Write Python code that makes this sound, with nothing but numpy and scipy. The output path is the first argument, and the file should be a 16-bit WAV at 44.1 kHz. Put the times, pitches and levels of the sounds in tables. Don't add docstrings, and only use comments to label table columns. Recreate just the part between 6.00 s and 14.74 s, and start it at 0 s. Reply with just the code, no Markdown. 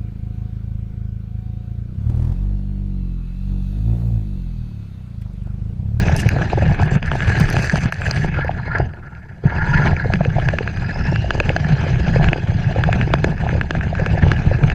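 import sys
import numpy as np
from scipy import signal
from scipy.fft import rfft, irfft, next_fast_len
from scipy.io import wavfile

SR = 44100
rng = np.random.default_rng(int(sys.argv[2]) if len(sys.argv) > 2 else 0)


def level_to_linear(level):
    exponent = np.asarray(level, float) / 20
    return 10 ** exponent


def dump_mix(stems):
    frames = np.atleast_2d(stems).T
    limited = np.clip(frames, -1, 1)
    pcm = np.round(limited * 32767).astype(np.int16)
    wavfile.write(sys.argv[1], SR, pcm)


N = 385434

# start_s, ground_roughness_db, gear_load_db, motor_effort_db
DRIVE = [(0, -14.5, -29, -44), (.5, -17.5, -33, -48.5), (.95, -14.5, -29, -59), (1.08, -21.5, -33.5, -54.5),
         (1.45, -17, -28.5, -44), (1.88, -23.5, -31, -53.5), (2.3, -21.5, -34, -56.5),
         (2.62, -25, -41, -62), (2.8, -19.5, -42.5, -64), (3.47, -22, -40.5, -61),
         (3.75, -17, -29.5, -50.5), (4.08, -18, -38.5, -52.5), (4.6, -23.5, -35, -54.5),
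         (5.1, -18, -37.5, -49.5), (5.65, -20.5, -34, -50.5), (6.15, -16, -30.5, -47.5),
         (7.4, -19.5, -36.5, -56), (8.74, -17, -33, -51.5)]
# start_s, length_s, change_db
PATCHES = [(0.996, 0.02, -15), (1.903, 0.046, -6), (2.515, 0.063, 1.5), (2.894, .538, -13.5),
           (3.842, 0.033, 5.5), (3.997, 0.038, -8), (4.737, .07, -3), (5.388, 0.067, 0), (6.359, 0.22, -5),
           (6.867, .17, 2.5), (7.551, .07, 3), (7.668, 0.069, -4.5), (8.257, .06, 3), (8.567, 0.059, -1)]
# start_s, length_s, level_db
SKIDS = [(0, .62, -61), (.68, 0.072, -56), (.815, 0.043, -48), (.915, 0.04, -47), (1.06, 0.014, -54),
         (1.12, 0.74, -51), (1.55, 0.23, -47.5), (1.93, .33, -52.5), (2.3, 0.16, -78), (3.435, 0.17, -71),
         (3.65, 0.22, -63.5), (3.9, 5.9, -69.5)]
# start_s, length_s, level_db
STRAINS = [(1.28, 0.022, -28), (2.27, .02, -31), (2.36, .09, -26.5), (2.6, .02, -34), (2.67, .11, -25.5),
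           (2.9, 0.41, -46), (3.45, .11, -28), (3.58, .1, -23), (3.74, 0.15, -21), (3.98, 0.09, -28),
           (4.85, 0.27, -32.5)]
# start_s, level_db
LEAF = [
    (.16, -90),
    (.167, -38),
    (.185, -43),
    (.2, -29),
    (.225, -44),
    (.235, -86.5),
]
# start_s, peak_db, pitch_hz
THUMPS = [(0.012, -10, 130), (0.251, -3, 103.4), (0.547, -13, 117), (0.952, -8, 153), (1.065, -14.5, 86.7),
          (1.264, -6, 97.6), (1.402, -5.5, 130), (1.557, -9.5, 125), (1.73, -6, 143), (1.852, -5, 135),
          (2.79, -11.5, 131), (3.451, -1, 138), (3.925, -8.5, 102.5), (4.138, -7, 143), (4.2, -6, 143),
          (4.463, -13, 108), (4.851, -23, 138), (5.4, -16, 79), (5.485, -10, 118), (5.645, -8.5, 139),
          (6.071, -9.5, 127.5), (6.189, -5.5, 144), (6.279, -7, 106), (6.543, -12, 111.5),
          (6.661, -6.5, 130), (6.778, -6.5, 85.3), (6.899, -9, 89.6), (7.229, -14.5, 138),
          (8.275, -9.5, 94), (8.505, -10.5, 85.6)]
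# start_s, peak_db, brightness_db
CLACKS = [(1.0268, -16, -28), (1.115, -7.5, -30), (1.2042, -10, -29), (1.5663, -6.5, -12),
          (1.7565, -9, -15), (1.8572, -13.5, -16), (2.0172, -13, -26), (3.5861, -19, -33),
          (4.2495, -12.5, -27), (4.4862, -5.5, -27), (4.585, -5.5, -25.5), (5.3056, -4, -29),
          (5.492, -6, -26), (5.5633, -7, -22), (6.242, -9.5, -26), (6.2858, -7.5, -40), (6.3299, -4.5, -24),
          (6.8368, -5.5, -28.5), (6.9279, -7, -21), (7.012, -7.5, -24), (7.1369, -1, -34),
          (7.4902, -11, -31), (7.6113, -5.5, -22), (7.7071, -7.5, -23), (7.8097, -13, -31),
          (7.9508, -14, -23.5), (8.061, -8, -20.5), (8.2834, -19.5, -23), (8.3155, -3.5, -21),
          (8.6991, -9.5, -24)]
# start_s, peak_db, centre_hz, brightness_db
SNAPS = [(.2892, -7, 2400, -15), (1.923, -8.5, 1890, -20.5), (2.1103, -9.5, 1740, -2.5),
         (2.7835, -19, 1740, -12), (2.935, -32, 1500, -28), (3.15, -33, 2260, -20),
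         (3.7753, -18, 1280, -13), (3.965, -14, 2400, -28), (4.136, -5, 2100, -20.5),
         (4.6752, -8.5, 1700, -29.5), (4.772, -19, 1720, -38), (5.1585, -11.5, 1510, -20),
         (5.4005, -3.5, 2590, -19.5), (5.645, -17.5, 2000, -28), (7.2424, -3, 1830, -20),
         (7.7493, -14.5, 1530, -30), (7.9972, -17, 1590, -19)]
# start_s, peak_db, pitch_hz
KNOCKS = [(.257, -17.5, 480), (.363, -11.5, 570), (.58, -15.5, 573), (.621, -10.5, 570),
          (1.564, -14.5, 374), (2.446, -15.5, 510), (2.797, -13.5, 370), (3.437, -21.5, 425),
          (4.055, -16, 475), (4.256, -14, 496), (4.535, -13, 600), (4.607, -15.5, 455), (4.959, -18.5, 554),
          (5.406, -13, 556), (5.501, -8, 536), (5.864, -17, 557), (6.159, -8.5, 490), (6.359, -14, 483),
          (6.76, -11.5, 513), (6.783, -13, 596), (7.073, -14, 340), (7.242, -16.5, 422),
          (7.528, -16.5, 510), (7.551, -14.5, 560), (7.995, -15.5, 516), (8.064, -18, 490),
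          (8.149, -19, 553), (8.235, -16.5, 520), (8.513, -11, 543)]
# start_s, peak_db
HOOD = [(.094, -11), (.823, -10.5), (1.739, -13), (2.387, -14), (2.492, -8), (2.801, -9), (3.521, -18),
        (3.825, -19.5), (3.929, -13.5), (4.101, -13.5), (4.207, -9), (4.365, -14.5), (4.383, -8),
        (5.243, -16), (5.561, -11.5), (6.075, -16), (6.209, -13.5), (6.328, -15.5), (6.888, -7),
        (7.435, -16), (7.465, -12.5), (7.749, -18.5), (7.927, -14.5), (8.174, -14.5)]
# start_s, peak_db, pitch_hz
GRIT = [(0.0996, -41.5, 8630), (0.164, -18.5, 9950), (0.1753, -29.5, 9020), (0.2518, -38, 8800),
        (0.289, -21.5, 11300), (1.3952, -30.5, 10300), (1.4007, -24, 8750), (1.446, -39, 9010),
        (1.4574, -38.5, 9460), (1.4917, -47, 12400), (1.501, -21.5, 9500), (1.529, -30, 10800),
        (1.5969, -47, 8750), (1.6054, -34.5, 11000), (1.624, -27.5, 9200), (1.6466, -28, 10700),
        (1.6586, -35, 8560), (1.7428, -37, 8710), (1.922, -33, 11000), (2.0127, -41, 8520),
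        (2.112, -36, 11100), (2.355, -49, 10500), (2.446, -42.5, 10400)]
# start_s, pitch_hz, level_db
MESH = [
    (3.85, 1450, -84),
    (3.95, 1600, -64),
    (4.1, 1920, -66),
    (4.5, 2300, -62),
    (4.8, 2430, -49),
    (5.1, 2700, -40.5),
    (5.5, 3015, -52),
    (6.5, 3285, -56),
    (6.9, 3600, -70),
]
# start_s, pitch_hz, level_db
SPIN_UP = [
    (3.5, 781, -62),
    (3.58, 860, -38),
    (3.69, 950, -27.5),
    (3.79, 950, -28),
    (3.86, 900, -58),
]
# centre_hz, width_hz, level_db
CHASSIS = [(27.2, 7.6, 3.5), (63, 27, -5), (97.4, 56, -3), (133.8, 42, -1), (157.7, 55.5, -4.5)]
SHELL = [(350, 140, 1), (538, 228, -3.5), (688, 124, 0.5), (871, 140, -2.5)]
FRAME = [(1450, 820, 0), (1695, 157, 6), (2207, 390, -7.5), (2590, 122, -5), (2830, 160, -10),
         (3474, 330, -24)]
GEARBOX = [(914, 130, -0.5), (1396, 72, 3), (1688, 130, 4.5), (2180, 92, -11.5), (4170, 200, -28.5),
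           (4830, 190, -24.5)]
HOUSING = [(3620, 540, -2), (4166, 173, 6), (4856, 160, 6.5), (5710, 410, -3), (6250, 120, 4),
           (6650, 300, -5), (7310, 470, -8), (8450, 2100, -19.5), (11000, 2500, -27)]
SPRAY = [(4570, 580, -10.5), (6170, 210, -9.5), (7340, 250, -12), (8500, 570, -17.5), (9800, 2400, -25.5)]
CRUNCH = [(5500, 2200, -4.5), (9000, 3000, -8.5), (13500, 3000, -20)]
# pitch_hz, gain_db
MOUNT = [(22, -7.5), (50, 2.5), (250, 3.5), (430, 2.5), (1150, -3), (1700, 1), (3800, 2), (7600, -1),
         (9000, -3.5), (13000, -3.5), (15500, -23)]

HITCH_HZ, HOOD_HZ = 1760, 713
GEAR_TEETH = 41
OCTAVE_TOP_HZ, OCTAVE_FADE_DB_PER_HZ = 2800, 1.5
RATTLE_DB, USUAL_GROUND_DB, USUAL_LOAD_DB = -36, -19, -34
HISS_DB = -72


def evened(x):
    return x / np.sqrt(np.mean(x ** 2) + 1e-20)


def curves(table):
    s, *columns = np.transpose(table)
    return [np.interp(np.arange(N) / SR, s, column) for column in columns]


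def spells(rows, rise_db_per_s, fall_db_per_s, rest_db):
    t = np.arange(N) / SR
    level_db = np.full(N, float(rest_db))
    for start_s, length_s, row_db in rows:
        before_db = rise_db_per_s * np.maximum(start_s - t, 0)
        after_db = fall_db_per_s * np.maximum(t - start_s - length_s, 0)
        level_db = np.maximum(level_db, row_db - before_db - after_db)
    return level_db


def jitter(per_s, depth_db, flutter_per_s=85, flutter=0.):
    slow, fast = rng.standard_normal((2, 1024))
    knots = np.arange(1024)
    t = np.arange(0, N + 64, 64) / SR
    wander = np.interp(t * per_s, knots, slow) + flutter * np.interp(t * flutter_per_s, knots, fast)
    return np.interp(np.arange(N) / SR, t, level_to_linear(depth_db * wander))


def ring(modes, size=2048):
    t = np.arange(size) / SR
    out = np.zeros(size)
    for k, (hz, width, db) in enumerate(modes):
        decay = width * np.exp(-np.pi * width * t)
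        soft_start = 1 - np.exp(-2 * hz * t)
        out += (-1) ** k * level_to_linear(db) * decay * np.sin(2 * np.pi * hz * t) * soft_start
    return out


def shaken(modes, level_db, jolts, hits_per_s, spread_db, share, patchy_db, size=2048):
    strength = level_to_linear(spread_db * np.minimum(rng.exponential(1, N), 3))
    blows = strength * (rng.random(N) < hits_per_s / SR)
    force = rng.standard_normal(N) * (share * evened(blows) + 1 - share) * jolts
    running = np.r_[force[-size:], force]
    out = np.zeros(N)
    for k, mode in enumerate(modes):
        part = signal.oaconvolve(running, ring([mode], size))[size:size + N]
        out += (-1) ** k * part * jitter(30, patchy_db, flutter=1.0)
    return level_to_linear(level_db) * evened(out)


def footing():
    t = np.arange(N) / SR
    change_db = np.zeros(N)
    for start_s, length_s, db in PATCHES:
        end_s = start_s + length_s
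        change_db += np.interp(t, [start_s - 0.029, start_s, end_s, end_s + 0.006], [0, db, db, 0])
    return change_db


def rolling():
    ground_db, load_db, effort_db = curves(DRIVE)
    patch_db = footing()
    rattle_db = RATTLE_DB + (ground_db - USUAL_GROUND_DB) + 0.22 * (load_db - USUAL_LOAD_DB) + patch_db
    strain_db = spells(STRAINS, 499, 251.5, rest_db=-52)
    jolts = jitter(30, 1.5) * jitter(90, 3.)
    mild = jolts ** 0.94
    out = shaken(CHASSIS, ground_db + patch_db - 0.5, mild, 60, 4.15, 0.38, 0.98, size=8192)
    out += shaken(SHELL, rattle_db + 3, jolts * jitter(40, 0.93), 130, 5.8, 0.45, 1.67)
    out += shaken(FRAME, load_db + 1.02 * patch_db, jolts, 260, 3.6, 0.39, 2.66)
    out += shaken(GEARBOX, strain_db, mild, 200, 3., 0.2, 5.)
    out += shaken(HOUSING, effort_db + 0.95 * patch_db + 1, mild, 300, 3.5, 0.2, 3.)
    return out + skidding(mild)


def skidding(jolts):
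    skid_db = spells(SKIDS, 1492, 1497, rest_db=-80)
    spray = shaken(SPRAY, skid_db + 4, jolts, 500, 3.5, 0.3, 3.)
    pebbles = shaken(FRAME[1:4] + SPRAY[:2], skid_db + 12, 1, 60, 4., 1, 3.)
    return spray + pebbles


def struck(events, body, push_s):
    out = np.zeros(N)
    chance = rng.standard_normal((len(events), 512))
    t = np.arange(512) / SR
    for (start_s, peak_db, *colour), rough in zip(events, chance):
        push = rough * t * np.exp(-t / push_s)
        sound = signal.fftconvolve(push, body(*colour))
        part = out[round(start_s * SR):][:len(sound)]
        part += (level_to_linear(peak_db) * sound / abs(sound).max())[:len(part)]
    return out


def thump(hz):
    return ring([(hz, 30, 0), (1.31 * hz, 50, -8)], size=6000)


def clack(hz, bright_db):
    part = ring([(hz, 500, 0)])
    own = evened(signal.fftconvolve(part, part)[:len(part)])
    behind = 2.46 * evened(ring(FRAME)) + 1.03 * evened(ring(SHELL))
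    return own + behind + level_to_linear(bright_db + 9.0) * evened(ring(HOUSING[1:7] + SPRAY[3:]))


def hitch(bright_db):
    return clack(HITCH_HZ, bright_db)


def knock(hz):
    return evened(ring([(hz, 110, 0)])) + 0.37 * evened(ring(SHELL))


def hood():
    return knock(HOOD_HZ)


def tick(hz):
    return ring([(hz, 1600, 0), (13500, 2500, -7), (6250, 400, 4), (4800, 400, 4)], size=512)


def impacts():
    out = struck(THUMPS, thump, 0.0025) * level_to_linear(-2.5)
    out += struck(CLACKS, hitch, 0.00032) + struck(SNAPS, clack, 0.0003)
    out += struck(KNOCKS, knock, 0.00081) + struck(HOOD, hood, 0.00062)
    return out + struck(GRIT, tick, 0.00045) * level_to_linear(4.5)


def slip(corner_hz):
    chance = rng.standard_normal(N) + 1j * rng.standard_normal(N)
    return signal.lfilter(*signal.butter(2, corner_hz, fs=SR), chance)


def mesh():
    hz, level_db = curves(MESH)
    phase = 2 * np.pi * np.cumsum(hz) / SR
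    throb = (1 + np.cos(phase / GEAR_TEETH)) ** 2
    first = evened((slip(120) * np.exp(1j * phase)).real * jitter(25, 3.0))
    octave = (slip(120) * np.exp(2j * phase)).real * jitter(40, 3.7) * throb
    octave = evened(signal.oaconvolve(octave, ring(HOUSING))[:N])
    octave_db = -11.0 - OCTAVE_FADE_DB_PER_HZ * np.maximum(hz - OCTAVE_TOP_HZ, 0)
    return level_to_linear(level_db) * (first + level_to_linear(octave_db) * octave)


def spin_up():
    hz, level_db = curves(SPIN_UP)
    t = np.arange(N) / SR
    running = (t > SPIN_UP[0][0]) & (t < SPIN_UP[-1][0])
    hum = (slip(45) * np.exp(2j * np.pi * np.cumsum(hz) / SR)).real
    return running * level_to_linear(level_db) * evened(hum)


def leaf():
    return shaken(CRUNCH, curves(LEAF)[0], 1, 900, 4.4, 0.49, 1.)


def hiss():
    return level_to_linear(HISS_DB) * rng.standard_normal(N)


def scene():
    return (rolling() + impacts() + mesh() + spin_up() + leaf())[None]


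def low_pass(x):
    return signal.sosfilt(signal.butter(12, 15500, fs=SR, output="sos"), x)


def record(dry):
    hz, gain_db = np.transpose(MOUNT)
    size = next_fast_len(N + SR)
    bins_hz = np.fft.rfftfreq(size, 1 / SR)
    gain = level_to_linear(np.interp(np.log(bins_hz + 1), np.log(hz), gain_db))
    coloured = irfft(rfft(dry + hiss(), size) * gain, size)[:, :N]
    coloured *= np.minimum(np.arange(N, 0, -1) / 300, 1)
    return low_pass(1.14 * np.tanh(coloured / 1.084))


dry = scene()
out = record(dry)
dump_mix(out)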